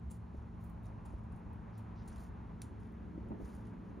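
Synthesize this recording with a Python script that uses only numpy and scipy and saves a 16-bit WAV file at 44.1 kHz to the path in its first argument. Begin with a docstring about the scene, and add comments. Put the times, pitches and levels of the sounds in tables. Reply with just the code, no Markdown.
"""Outdoors, a necklace is shown on an open palm, close to a hand-held camera.
A far machine hums and whines, distant traffic gives a soft wash, and the turbulence of a light wind
rumbles on the microphone. Fingers bump the camera body with damped thuds. Friction of skin and
fine chain gives faint rustles and ticks, and once the metal rings briefly in its natural modes."""
import sys
import numpy as np
from scipy import signal
from scipy.fft import rfft, irfft
from scipy.io import wavfile

SR = 44100
rng = np.random.default_rng(int(sys.argv[2]) if len(sys.argv) > 2 else 0)


def digitize_waveform(pressure):
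    """Quantize a signal to 16-bit integers and store it at the path in sys.argv[1].

    Rows of a 2-D input are taken as channels; values are limited to [-1, 1].
    """
    field = np.atleast_2d(pressure).T
    bounded = np.clip(field, -1, 1)
    quanta = np.round(bounded * 32767).astype(np.int16)
    wavfile.write(sys.argv[1], SR, quanta)


N = 176400
T, HZ = np.arange(N) / SR, np.fft.rfftfreq(N, 1 / SR)

# correlation of the two channels for far sound: f/Hz, correlation/1
FAR_CORRELATION = [(80, 0.9), (200, 0.1), (330, 0.7), (520, 0.1), (700, 0.8), (1000, 0.7), (1300, 0.3),
                   (1600, .72), (2100, 0.99), (16000, 0.99)]
# natural modes of the necklace's metal: f/Hz, level/dB, T60/s
METAL_MODES = [(4220, -24, 0.0092), (5900, 3.5, 0.015), (7880, -7.5, 0.016), (8540, 1, 0.028),
               (9300, -6, 0.023), (9530, -1, 0.025), (14100, -17, .008)]


def amp(db):
    """Amplitude ratio of a level in decibels."""
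    return 10 ** (np.maximum(db, -300) / 20)


def unit(x):
    """Normalisation to rms 1."""
    return x / np.sqrt(np.mean(abs(x) ** 2) + 1e-30)


def per_bin(points):
    """Interpolation of rows (f/Hz, value) over log frequency."""
    hz, value = np.transpose(points)
    return np.interp(np.log(HZ + 1), np.log(hz + 1), value)


def envelope(points):
    """Amplitude envelope through rows (t/s, level/dB)."""
    return amp(np.interp(T, *np.transpose(points)))


def noise(spectrum, tilt_db=0, lift_db=0):
    """Spectral shaping of Gaussian noise, rms 1; the tilt is per octave."""
    tilt = tilt_db * np.log2((HZ + 1) / HZ[-1])
    bins = rng.standard_normal(len(HZ)) + 1j * rng.standard_normal(len(HZ))
    return unit(irfft(bins * amp(per_bin(spectrum) + tilt + lift_db), N))


def noise_pair(spectrum, correlation):
    """Partial coherence: two channels as sum and difference of independent noises."""
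    mid = rfft(noise(spectrum)) * np.sqrt((1 + correlation) / 2)
    side = rfft(noise(spectrum)) * np.sqrt((1 - correlation) / 2)
    return irfft(np.array([mid + side, mid - side]), N)


def wander(rate_hz):
    """Low-pass random fluctuation, rms 1."""
    return unit(irfft(rfft(rng.standard_normal(N)) * (HZ > 0) / (1 + (HZ / rate_hz) ** 2), N))


def phasor(width_hz):
    """Random modulation of amplitude and phase, rms 1, which broadens a spectral line."""
    return unit(wander(width_hz) + 1j * wander(width_hz))


def hiss():
    """Stationary broadband noise: a faint, steady hiss."""
    spectrum = [(1000, 2), (3000, 3.5), (3950, 3), (4230, 1.5), (4550, -1.5), (6000, -0.5), (7200, -2),
                (9500, -1), (11000, -15), (13000, -19), (16000, -29)]  # f/Hz, relative level/dB
    return noise_pair(spectrum, per_bin(FAR_CORRELATION)) * amp(-84)


def whine(hz=4260, db=-99):
    """Narrow-band noise, heard as a thin tone far away."""
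    return amp(db) * np.sqrt(2) * (phasor(width_hz=35) * np.exp(2j * np.pi * hz * T)).real


def machine_hum():
    """Fluctuation in propagation: low machine tones waver on their way through the air."""
    # partials: f/Hz, first level/dB, last level/dB, fluctuating share of the amplitude/1
    partials = [(72, -54, -67.5, 0.61), (109.1, -54, -54.5, 0.87), (172.2, -56, -58, 0.47),
                (193.3, -67.5, -57, 0.2), (221, -59.5, -56.5, 0.32), (234, -72.5, -67, 0.4),
                (279, -78.5, -71, 0.2), (363.5, -85.5, -74, 0.3), (423.6, -77.5, -69.5, 0.2)]
    out = np.zeros((2, N))
    for hz, first_db, last_db, share in partials:
        sway = np.sqrt(1 - share ** 2) + share * phasor(width_hz=5)
        tone = unit((sway * np.exp(2j * np.pi * (hz * T + rng.random()))).real)
        out += tone * amp(np.linspace(first_db, last_db, N))
    return out


def traffic(flicker_db=0.78):
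    """Incoherent addition: distant tyre wash, its brighter sheen and a low drone swell and fade."""
    # spectra: f/Hz, relative level/dB
    wash_spectrum = [(200, -26.5), (450, -3), (650, 0), (950, 2), (1300, -7), (2000, -19), (2600, -20),
                     (3300, -35.5), (5000, -47.5), (9000, -62)]
    sheen_spectrum = [(600, -32.5), (1000, 2), (1400, 0), (2000, -6), (2600, -14.5), (3300, -18),
                      (5000, -32), (9000, -56)]
    drone_spectrum = [(60, -11), (150, -8.5), (220, 6), (310, 3), (420, -3.5), (600, -10.5), (1200, -56)]
    # envelopes: t/s, level/dB
    wash_levels = [(0, -66.5), (.9, -60.5), (1.7, -61), (2.4, -62), (2.9, -65.5), (3.5, -62.5), (4, -63.5)]
    sheen_levels = [(0, -74.5), (1.1, -73), (1.8, -69.5), (2.45, -69), (3.05, -69), (3.5, -69), (4, -69)]
    drone_levels = [(0, -61.5), (2, -60), (2.9, -57.5), (3.35, -52.5), (3.6, -58), (4, -54.5)]
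    correlation = per_bin(FAR_CORRELATION)
    wash = noise_pair(wash_spectrum, correlation) * envelope(wash_levels)
    sheen = noise_pair(sheen_spectrum, correlation) * envelope(sheen_levels)
    tyres = (wash + sheen) * amp(flicker_db * wander(rate_hz=13))
    return tyres + noise_pair(drone_spectrum, correlation) * envelope(drone_levels)


def wind(gust_db=2.5, buffet_hz=73, buffet_s=0.005):
    """Turbulent pressure fluctuations at the microphone: a lumpy rumble and two stronger buffets."""
    spectrum = [(10, -54.5), (25, -28.5), (42, -5.5), (60, 1.5), (85, -4), (130, -7.5), (200, -16.5),
                (320, -24.5), (700, -54), (2000, -82)]  # f/Hz, relative level/dB
    correlation = [(25, 1), (60, .96), (110, 0.94), (160, 0.4), (300, .95)]  # between channels: f/Hz, correlation/1
    strength = [(0, -53.5), (.3, -52.5), (.6, -50), (1.15, -47.5), (1.45, -49.5), (1.68, -48.5),
                (1.77, -59.5), (1.95, -50), (2.3, -48.5), (3.1, -52), (3.55, -50.5), (4, -51)]  # t/s, level/dB
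    buffets = [(.387, -38), (3.434, -41)]  # t/s, level/dB
    out = noise_pair(spectrum, per_bin(correlation)) * envelope(strength)
    out *= unit(amp(gust_db * wander(rate_hz=13)))
    for centre, db in buffets:
        t = T - centre
        out += amp(db) * np.exp(-(t / buffet_s) ** 2) * np.cos(2 * np.pi * buffet_hz * t)
    return out


def pulse(t, rise_s):
    """Critically damped impulse response, peaking at 1 after rise_s."""
    return t / rise_s * np.exp(1 - t / rise_s)


def finger_bumps(scuff_rise_s=0.0043):
    """Impact on the camera body: a heavily damped thud, unlike in phase at the two ports, and a scuff."""
    touches = [(.3435, -43.5, 290, 0.0025, -11.5), (1.133, -44.5, 297, .0026, -9.5),
               (1.513, -52, 920, .002, -16), (3.177, -37.5, 297, 0.002, -15),
               (3.263, -47, 332, 0.0018, -17), (3.3059, -35.5, 234, 0.0022, -14.5),
               (3.3178, -37.5, 780, .0011, -14), (3.3198, -41, 221, 0.0034, -22),
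               (3.342, -45.5, 382, 0.0029, -5.5), (3.4, -38, 334, 0.0013, -12.5),
               (3.41, -42.5, 320, 0.0013, -15), (3.419, -44, 280, 0.0021, -13),
               (3.897, -47, 204, 0.0019, -10), (3.975, -43, 295, 0.0019, -15.5)]  # t/s, level/dB, f/Hz, rise time/s, scuff level re thud/dB
    scuff_spectrum = [(100, -6), (350, 8), (750, -1), (1200, -17), (2500, -27), (6000, -73)]  # f/Hz, relative level/dB
    phase_rad, pan_db = np.array([[.58], [-.58]]), np.array([[-.25], [.25]])
    thuds, scuff_envelope = np.zeros((2, N)), np.zeros(N)
    for start, db, hz, rise_s, scuff_db in touches:
        t = np.maximum(T - start, 0)
        thuds += amp(db) * pulse(t, rise_s) * np.sin(2 * np.pi * hz * t + phase_rad)
        scuff_envelope += amp(db + scuff_db) * pulse(t, scuff_rise_s)
    return (thuds + scuff_envelope * noise_pair(scuff_spectrum, correlation=0.67)) * amp(pan_db)


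def stroke(start, length):
    """Envelope of sliding friction: it swells to 1, then dies away more slowly."""
    progress = np.clip((T - start) / length, 0, 1)
    shape = progress ** .8 * (1 - progress) ** 1.35
    return shape / shape.max()


def ring(hz, db, t60, start=0):
    """Free vibration of one mode, decaying exponentially."""
    t = np.maximum(T - start, 0)
    return amp(db - 60 * t / t60) * np.sin(2 * np.pi * hz * t)


def link_crackle(slips_per_s=14, spread_db=4, detune=.1, t60_ratio=.25):
    """Poisson process: each slip of a link rings one mode, off pitch and damped by the skin."""
    out = np.zeros(N)
    for hz, db, t60 in METAL_MODES * 3:  # three detuned copies, each with its own slips
        slips = rng.random(N) < slips_per_s / SR
        strength = amp(spread_db * np.minimum(rng.exponential(1, N), 3))
        link_hz = hz * (1 + detune * rng.uniform(-1, 1))
        response = ring(link_hz, db, t60 * t60_ratio)[:2048]
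        out += signal.fftconvolve(slips * strength, response)[:N]
    return unit(out)


def rustles(grain_db=2.5, crackle_db=-11.5):
    """Sliding friction: grainy noise of skin and chain, with the crackle of the dragged links."""
    # bright slides and duller brushes of skin: t/s, duration/s, level/dB, tilt/(dB per octave)
    slides = [(0.115, 0.07, -77, 6), (0.334, 0.12, -79.5, -0.5), (0.592, 0.13, -81.5, 8),
              (0.838, 0.072, -74, -1), (1.045, 0.18, -76.5, -1.5), (1.31, .14, -87, 6),
              (2.035, 0.21, -65, -2.5), (2.178, 0.13, -72, 3.5), (2.782, .14, -79, 0),
              (3.384, 0.3, -75, 3.5), (3.637, 0.092, -74.5, -1), (3.835, 0.1, -83.5, 0.5)]
    brushes = [(1.722, 0.12, -81.5, 0), (1.952, 0.11, -77, -2), (2.095, 0.07, -72, -9)]
    # their spectra: f/Hz, relative level/dB
    slide_spectrum = [(1200, 7), (2500, -1.5), (4000, -0.5), (6500, -2.5), (8000, -5), (9500, 0),
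                      (10800, -16.5), (12500, -16), (15000, -8.5), (16000, -35)]
    brush_spectrum = [(900, -43), (1600, -20), (3200, -1), (4500, 2), (5800, 3), (7000, -14), (10000, -25)]
    friction = np.zeros(N)
    for strokes, spectrum in (slides, slide_spectrum), (brushes, brush_spectrum):
        for start, length, db, tilt_db in strokes:
            friction += amp(db) * stroke(start, length) * noise(spectrum, tilt_db)
    grain = unit(amp(grain_db * wander(rate_hz=110)))
    drag = sum(amp(db + crackle_db) * stroke(start, length) for start, length, db, _ in slides)
    return friction * grain + drag * link_crackle()


def ticks(rise_share=.55, fall_s=.0011, half_width_hz=420):
    """Stick-slip of chain and fingers: friction bursts with one resonance, then diffuse reflections."""
    # t/s, duration/s, level/dB, tilt/(dB per octave), resonance f/Hz, resonance lift/dB
    slips = [(0.0984, .006, -68, -2, 7500, 9), (0.106, .011, -57.5, 2, 8000, 5.5),
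             (.608, .008, -78, 9, 13000, 5), (0.636, .009, -64, 12.5, 13200, 7),
             (0.691, .011, -69.5, 13, 12800, 7), (0.83, .006, -73, 11, 13500, 7),
             (0.841, 0.015, -68.5, -5, 3880, 16), (0.853, .007, -71, 0, 9700, 7),
             (1.05, 0.015, -69, -1, 9150, 3), (1.098, .009, -71, -4, 6600, 7),
             (1.1747, 0.02, -80.5, -4, 9400, 6), (1.2341, .008, -82, -2, 13500, 9),
             (1.32, .004, -75, 4, 9700, 11), (1.359, .006, -77, 3, 9800, 7),
             (1.531, 0.0014, -66.5, 12, 14800, 7), (1.774, .011, -64.5, 10, 7000, 4),
             (2.028, .004, -73, -4, 5600, 6), (2.05, .002, -76, -4, 9500, 2),
             (2.075, 0.0054, -58.5, 1, 9100, 7), (2.08, 0.0089, -63, 1, 9200, 10),
             (2.115, .014, -69, -4, 9200, 6), (2.158, 0.0035, -65, -2, 9400, -3),
             (2.175, 0.012, -71, 0, 4200, 13), (2.2052, 0.0012, -63, 7, 13500, 5),
             (2.238, .002, -70, -4, 6800, 6), (2.796, .012, -82, 0, 9500, 9),
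             (2.92, .004, -73, 14, 15300, 7), (3.283, .004, -80, 1.5, 9500, 5),
             (3.448, .004, -64, -4, 6260, 11), (3.46, .004, -71, 3, 9300, 8), (3.48, .005, -76, 0, 9500, 9),
             (3.517, .004, -75, -5, 9100, 6), (3.5475, .004, -67.5, 1, 9900, 4),
             (3.666, .006, -78, -2, 9700, 7), (3.7355, 0.0021, -81, -2, 6500, 5),
             (2.6178, 0.0011, -47, -2, 5900, 8)]
    spectrum = [(1000, -11.5), (2500, -10.5), (4000, -13.5), (5200, -11), (6000, -11.5), (7200, -5.5),
                (8400, -2.5), (9600, -3.5), (10500, -11), (12000, -22), (14500, -12.5), (16000, -10)]  # f/Hz, relative level/dB
    scattering = [(2000, -7.5), (4000, 0.5), (5800, -8), (7300, 0), (9300, -0.5), (11000, 1.5), (15000, -5)]  # colouring by reflection: f/Hz, relative level/dB
    out = np.zeros(N)
    for start, length, db, tilt_db, hz, lift_db in slips:
        t = np.maximum(T - start, 0)
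        burst = np.minimum(t / (rise_share * length), 1) * np.exp(-np.maximum(t - length, 0) / fall_s)
        tail_power = np.zeros(N)
        for tail_db, t60 in (-2, .055), (-3, .22):  # quick and slow tail; energy re the burst
            decay = np.minimum(t / length, 1) * amp(-60 * t / t60)
            tail_power += (amp(tail_db) * decay / np.linalg.norm(decay)) ** 2
        tail = np.linalg.norm(burst) * np.sqrt(tail_power)
        resonance_db = lift_db / (1 + ((HZ - hz) / half_width_hz) ** 2)
        direct = burst * noise(spectrum, tilt_db, resonance_db)
        reflected = tail * noise(spectrum, tilt_db, resonance_db + per_bin(scattering))
        out += amp(db) * (direct + reflected)
    return out


def clink(start_s=2.6183, db=-50):
    """Impulsive excitation: at the sharpest tick, all modes of the metal ring for a moment."""
    return amp(db) * sum(ring(*mode, start=start_s) for mode in METAL_MODES)


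def scene():
    """Superposition of wind, far sources and close handling sounds."""
    background = wind() + machine_hum() + traffic() + hiss()
    return background + finger_bumps() + ticks() + rustles() + clink() + whine()


def record(dry, cutoff_hz=15780):
    """Phase shift between the two microphone ports, then a low-pass band limit."""
    left_lead = [(50, 0), (450, -.2), (600, 1.5), (1120, 1.25), (1500, -.2), (2900, .2), (6400, .05),
                 (7200, .95), (7600, 2.2), (7900, 3), (8300, 3.14), (8650, 2.9), (9200, 1.5), (10300, .8),
                 (11100, .1), (13000, 0), (16000, -2.6)]  # f/Hz, phase of left re right/rad
    shift = np.exp(.5j * per_bin(left_lead) * np.array([[1], [-1]]))
    ported = irfft(rfft(dry) * shift, N)
    lowpass = signal.firwin(511, cutoff_hz, window=("kaiser", 9), fs=SR)
    return signal.oaconvolve(ported, lowpass[None], "same")


dry = scene()
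out = record(dry)
digitize_waveform(out)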